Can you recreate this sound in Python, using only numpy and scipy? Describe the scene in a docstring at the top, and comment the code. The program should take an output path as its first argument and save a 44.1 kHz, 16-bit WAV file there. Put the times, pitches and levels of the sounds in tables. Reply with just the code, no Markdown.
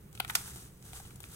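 """Crumbling dry sand over a basin

A hand crushes a lump of dry sand over a plastic basin, close by in a quiet room with a low rumble.
The lump fails by brittle fracture: each sharp crack is an impulse and a decaying spray of smaller ones,
exciting resonances of the hand and the basin. Clumps thud softly, and the many impacts of loose grains
merge into a hiss. A second, softer squeeze sheds more."""
import sys
import numpy as np
from scipy import signal
from scipy.fft import rfft, irfft
from scipy.io import wavfile

SR = 44100
rng = np.random.default_rng(int(sys.argv[2]) if len(sys.argv) > 2 else 0)


def master(y):
    """Save y as 16-bit WAV."""
    cut = np.clip(np.atleast_2d(y).T, -1, 1)
    pcm = np.round(cut * 32767)  # scale
    wavfile.write(sys.argv[1], SR, pcm.astype(np.int16))


N = 59535
T = np.arange(N) / SR
HZ = np.maximum(np.fft.rfftfreq(N, 1 / SR), 1)


def from_db(db):
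    """Amplitude ratio of a level in decibels."""
    return 10 ** (np.asarray(db) / 20)


def unit_rms(x):
    """Normalisation to unit mean power."""
    return x / np.sqrt(np.mean(x ** 2) + 1e-20)


def unit_energy(x):
    """Normalisation of each channel to unit energy."""
    return x / np.sqrt(np.sum(x ** 2, axis=-1, keepdims=True) + 1e-20)


def over_time(points):
    """Linear interpolation of a table at every sample."""
    return np.interp(T, *np.transpose(points))


def over_hz(points):
    """Interpolation of a table on a logarithmic frequency axis."""
    hz, value = np.transpose(points)
    return np.interp(np.log(HZ), np.log(hz), value)


def colour(x, spectrum):
    """Spectral shaping by a table of gains, at unit rms."""
    return unit_rms(irfft(rfft(x) * from_db(over_hz(spectrum)), N))


def butterworth(x, hz, kind, order):
    """Maximally flat high-pass or low-pass filtering."""
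    return signal.sosfilt(signal.butter(order, hz, kind, fs=SR, output="sos"), x)


def resonate(x, hz, width_hz):
    """Forced response of one damped mode."""
    r = np.exp(-np.pi * width_hz / SR)
    return signal.lfilter([1, 0, -1], [1, -2 * r * np.cos(2 * np.pi * hz / SR), r * r], x + 1e-18)


def drift(corner_hz):
    """Slow random fluctuation: low-passed noise of unit rms."""
    return unit_rms(irfft(rfft(rng.standard_normal(N)) / (1 + (HZ / corner_hz) ** 2), N))


def pan(db):
    """Interchannel level difference: two gains, left over right by db."""
    return from_db(np.array([[.5], [-.5]]) * db)


def direct_path(x, lag_s=.000136):
    """Path difference: direct sound arrives slightly later on the right."""
    return np.array([x, np.roll(x, round(lag_s * SR))])


def impulses(per_s, spread_db, size):
    """A Poisson process of clicks, many small and a few large."""
    occurs = rng.random(size) < per_s / SR
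    strength = from_db(spread_db * np.minimum(rng.exponential(1, size), 5))
    return occurs * strength * rng.choice([-1, 1], size)


# Spectrum of the rumble: (frequency [Hz], relative spectral level [dB])
RUMBLE_SPECTRUM = [(15, -10), (35, -13), (60, 1), (85, -5), (125, -1), (150, -4), (185, -3), (240, -15.5),
                   (430, -14), (560, -25), (1000, -28.5), (2500, -33.5), (6000, -49.5), (16000, -31.5)]
# Likeness of left and right: (frequency [Hz], correlation [1])
RUMBLE_CORRELATION = [(30, 0.91), (150, 0.99), (300, 0.86), (700, 0.27), (2000, 0), (16000, 0)]
# Envelope of the rumble: (time [s], level [dB])
RUMBLE_ENVELOPE = [(0, -52), (.27, -51), (.52, -50.5), (.78, -53.5), (.92, -50.5), (1.1, -51.5),
                   (1.35, -51.5)]
def room_rumble(hum_hz=124.55, hum_db=-7.5):
    """Background noise, coherent between channels at long wavelengths, with a wavering hum."""
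    correlation = over_hz(RUMBLE_CORRELATION)
    mid, side = rfft(rng.standard_normal((2, N)))
    noise = irfft(np.sqrt(1 + correlation) * mid + np.sqrt(1 - correlation) * side * [[1], [-1]], N)
    swell = 1 + .5 * drift(9)
    hum = unit_rms(swell * np.sin(2 * np.pi * hum_hz * T + 1.14 * drift(1.16)))
    rumble = colour(noise, RUMBLE_SPECTRUM) + from_db(hum_db) * hum
    return pan(-1.5) * from_db(over_time(RUMBLE_ENVELOPE)) * rumble


def impacts(per_s, spread_db, fade_s, spots=12, direct_share=.38):
    """Superposition: each landing spot is heard directly and by its own scatter off the basin wall."""
    t, out = T[:1024], 0
    for _ in range(spots):
        clicks = impulses(per_s / spots, spread_db, N)
        response = unit_energy(rng.standard_normal((2, len(t))) * np.exp(-t / fade_s))
        scatter = signal.fftconvolve(clicks[None], response)[:, :N]
        out = out + np.sqrt(direct_share) * direct_path(clicks) + np.sqrt(1 - direct_share) * scatter
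    return out


# Envelope of the falling stream: (time [s], level [dB])
SAND_FLOW = [(0, -67), (.12, -69), (.16, -60.5), (.19, -58.5), (.265, -62.5), (.288, -46.5), (.32, -52),
             (.345, -47), (.365, -41.5), (.40, -44), (.436, -48), (.475, -45), (.53, -50.5), (.566, -49.5),
             (.66, -54.5), (.71, -63.5), (.81, -66), (.855, -53.5), (.92, -56), (.955, -46), (1.02, -54.5),
             (1.09, -56), (1.135, -60.5), (1.195, -64.5), (1.25, -53), (1.282, -59), (1.315, -53),
             (1.35, -49.5)]
# Impact spectrum of fine grains: (frequency [Hz], relative spectral level [dB])
GRAIN_SPECTRUM = [(250, -17), (550, -17), (750, -3), (1000, -6), (1350, -1), (2000, -14), (3000, -4.5),
                  (4500, -5.5), (7000, -2), (9200, 0.5), (12500, -3), (14800, -11.5), (16000, -10.5)]
# Impact spectrum of coarse crumbs: (frequency [Hz], relative spectral level [dB])
CRUMB_SPECTRUM = [(200, -17), (400, -20), (550, -28), (760, -5), (1400, 11.5), (3000, -1.5), (6000, -8.5),
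                  (16000, -15)]
# Direction of the fine grains: (time [s], left minus right level [dB])
GRAIN_PAN = [(0, 2), (.27, -5.5), (.37, -1), (.47, 0), (.54, 1), (1.35, 0.5)]
def falling_sand(clumping_db=.5, crumb_db=-11.5):
    """Shot noise: dense impacts of fine grains merge into a hiss, with sparser crumbs among them."""
    flow = from_db(over_time(SAND_FLOW) + clumping_db * drift(35))
    grains = colour(impacts(per_s=12000, spread_db=3, fade_s=.0028), GRAIN_SPECTRUM)
    crumbs = colour(impacts(per_s=220, spread_db=2, fade_s=.01), CRUMB_SPECTRUM)
    return flow * (pan(over_time(GRAIN_PAN)) * grains + from_db(crumb_db) * crumbs)


def fracture_spray(decay_s, size, attack_s=.00033):
    """A cascade of microfractures with exponential decay, part direct and part scattered."""
    t = T[:size]
    direct, *scattered = impulses(per_s=9000, spread_db=3, size=(3, size))
    spray = .45 * direct_path(direct) + np.array(scattered)
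    return unit_energy(spray * (1 - np.exp(-t / attack_s)) * np.exp(-t / decay_s))


FIRST_SHARE = .23   # share of the force's energy in the first fracture
HAND_T60_S = .032
BASIN_HZ, BASIN_WIDTH_HZ, BASIN_DB = 1403, 180, -4   # level relative to the crunch
def crack(knock_db, crunch_db, snap_db, knock_hz, crunch_hz, snap_hz, decay_s, snap_pan_db, size=4096):
    """Impulse excitation: a fracture gives a knock in the hollow of the hand, a crunch and a snap."""
    first = direct_path(signal.unit_impulse(size))
    spray = fracture_spray(decay_s, size)
    force = np.sqrt(FIRST_SHARE) * first + np.sqrt(1 - FIRST_SHARE) * spray
    cavity = resonate(first + .15 * spray, knock_hz, width_hz=np.log(1000) / np.pi / HAND_T60_S)
    knock = unit_energy(butterworth(cavity, 640, "high", order=3))
    crunch = resonate(force, crunch_hz, width_hz=1480)
    crunch = butterworth(crunch, 1055, "high", order=4)
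    crunch = unit_energy(butterworth(crunch, 4590, "low", order=4))
    basin = from_db(BASIN_DB) * unit_energy(resonate(force, BASIN_HZ, BASIN_WIDTH_HZ))
    snap = butterworth(force, snap_hz, "high", order=3)
    snap = unit_energy(butterworth(snap, min(2.06 * snap_hz, 13200), "low", order=3))
    body = from_db(knock_db) * knock + from_db(crunch_db) * (crunch + basin)
    return pan(1.1) * body + pan(snap_pan_db) * from_db(snap_db) * snap


# Fractures of the lump: (time [s], relative knock level [dB], relative crunch level [dB],
# relative snap level [dB], knock frequency [Hz], crunch centre [Hz], snap lower edge [Hz],
# spray time constant [s], snap left minus right level [dB])
FRACTURES = [(.1285, -55, -55, -45.5, 795, 2900, 6300, 0.0014, 5),
             (.1512, -52, -41.5, -40.5, 796, 2370, 5850, 0.0049, 6),
             (.1755, -57, -40, -67, 805, 2600, 5000, 0.0022, -1),
             (.1998, -70, -20.5, -38.5, 740, 3230, 8600, 0.0027, 25),
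             (.2018, -22.5, -18, -22.5, 751, 2620, 9000, 0.0016, 3),
             (.2477, -37.5, -28, -37.5, 735, 1580, 7940, 0.0033, 4),
             (0.279, -64, -43, -41, 810, 2500, 7700, 0.0012, 12),
             (.2952, -44.5, -58, -33.5, 800, 2500, 7000, 0.00087, 2),
             (.2983, -32.5, -22, -32.5, 822, 1410, 7100, 0.0037, 11),
             (.3062, -35, -57, -30, 910, 2500, 7060, 0.0034, 1),
             (.3512, -43, -24.5, -20.5, 820, 2660, 4960, 0.0012, 0),
             (.3528, -30, -15.5, -13.5, 716, 1500, 6900, 0.0027, 2),
             (.3538, -35.5, -22.5, -13.5, 870, 3020, 4420, 0.0053, -5),
             (.3728, -40, -53, -35.5, 910, 2000, 5000, 0.0012, -7),
             (.5595, -44.5, -49, -41, 748, 1400, 6000, 0.0035, -8),
             (.8255, -73, -55, -45.5, 790, 2480, 5000, 0.0012, -1),
             (.9322, -40.5, -39, -41, 740, 2430, 6000, 0.0017, 11),
             (1.0005, -37.5, -51.5, -40, 776, 1100, 6030, 0.0023, 3),
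             (1.051, -49, -46.5, -64, 790, 3000, 4500, 0.0026, -2),
             (1.0617, -65, -51, -61, 790, 3000, 4500, 0.0022, 1),
             (1.1070, -55, -46, -57, 810, 2180, 4500, 0.0041, -4),
             (1.1585, -54, -52, -45.5, 775, 2500, 6700, 0.0023, 14.5),
             (1.2035, -48, -44, -36.5, 810, 3250, 7560, 0.0036, 7.5),
             (1.2322, -70, -52, -40.5, 805, 2500, 7160, 0.00077, 8),
             (1.2400, -66, -35, -54, 790, 1960, 6000, 0.00071, 5)]
def breaking_lump(gain_db=12.5):
    """Brittle fracture: the lump gives way in a series of discrete cracks."""
    out = np.zeros((2, N + SR))
    for onset_s, *settings in FRACTURES:
        sound, start = crack(*settings), int(onset_s * SR)
        out[:, start:start + sound.shape[1]] += sound
    return from_db(gain_db) * out[:, :N]


# Blows of clumps in the hand and on the heap: (time [s], level before the attack ramp [dB], pitch [Hz])
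CLUMP_BLOWS = [(0.2, -37.5, 282), (0.3544, -38.5, 440), (.5580, -36.5, 354)]
def clump_thuds(t60_s=.025, attack_s=.0025):
    """Damped free vibration: each soft blow excites one low, short-lived tone."""
    out = 0
    for onset_s, db, hz in CLUMP_BLOWS:
        t = np.maximum(T - onset_s, 0)
        envelope = from_db(db - 60 * t / t60_s) * (1 - np.exp(-t / attack_s))
        out = out + envelope * np.sin(2 * np.pi * hz * t)
    return direct_path(out)


def reverberation(x, t60_s=.2, gain_db=-12):
    """Diffuse reflections of a small room: convolution with dull, exponentially decaying noise."""
    envelope = from_db(-60 * T / t60_s) * (1 - np.exp(-T / .0013))
    tail = unit_energy(rng.standard_normal((2, N)) * envelope)
    response = butterworth(tail, 5900, "low", order=1)
    return from_db(gain_db) * signal.fftconvolve(x, response, axes=1)[:, :N]


def scene():
    """Superposition of cracks and thuds, their reverberation, the falling sand and the rumble."""
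    blows = breaking_lump() + clump_thuds()
    return blows + reverberation(blows) + falling_sand() + room_rumble()


def record(dry):
    """Band limiting: a steep elliptic low-pass removes the treble above 15.8 kHz."""
    return signal.sosfilt(signal.ellip(10, .1, 80, 15800, fs=SR, output="sos"), dry)


dry = scene()
out = record(dry)
master(out)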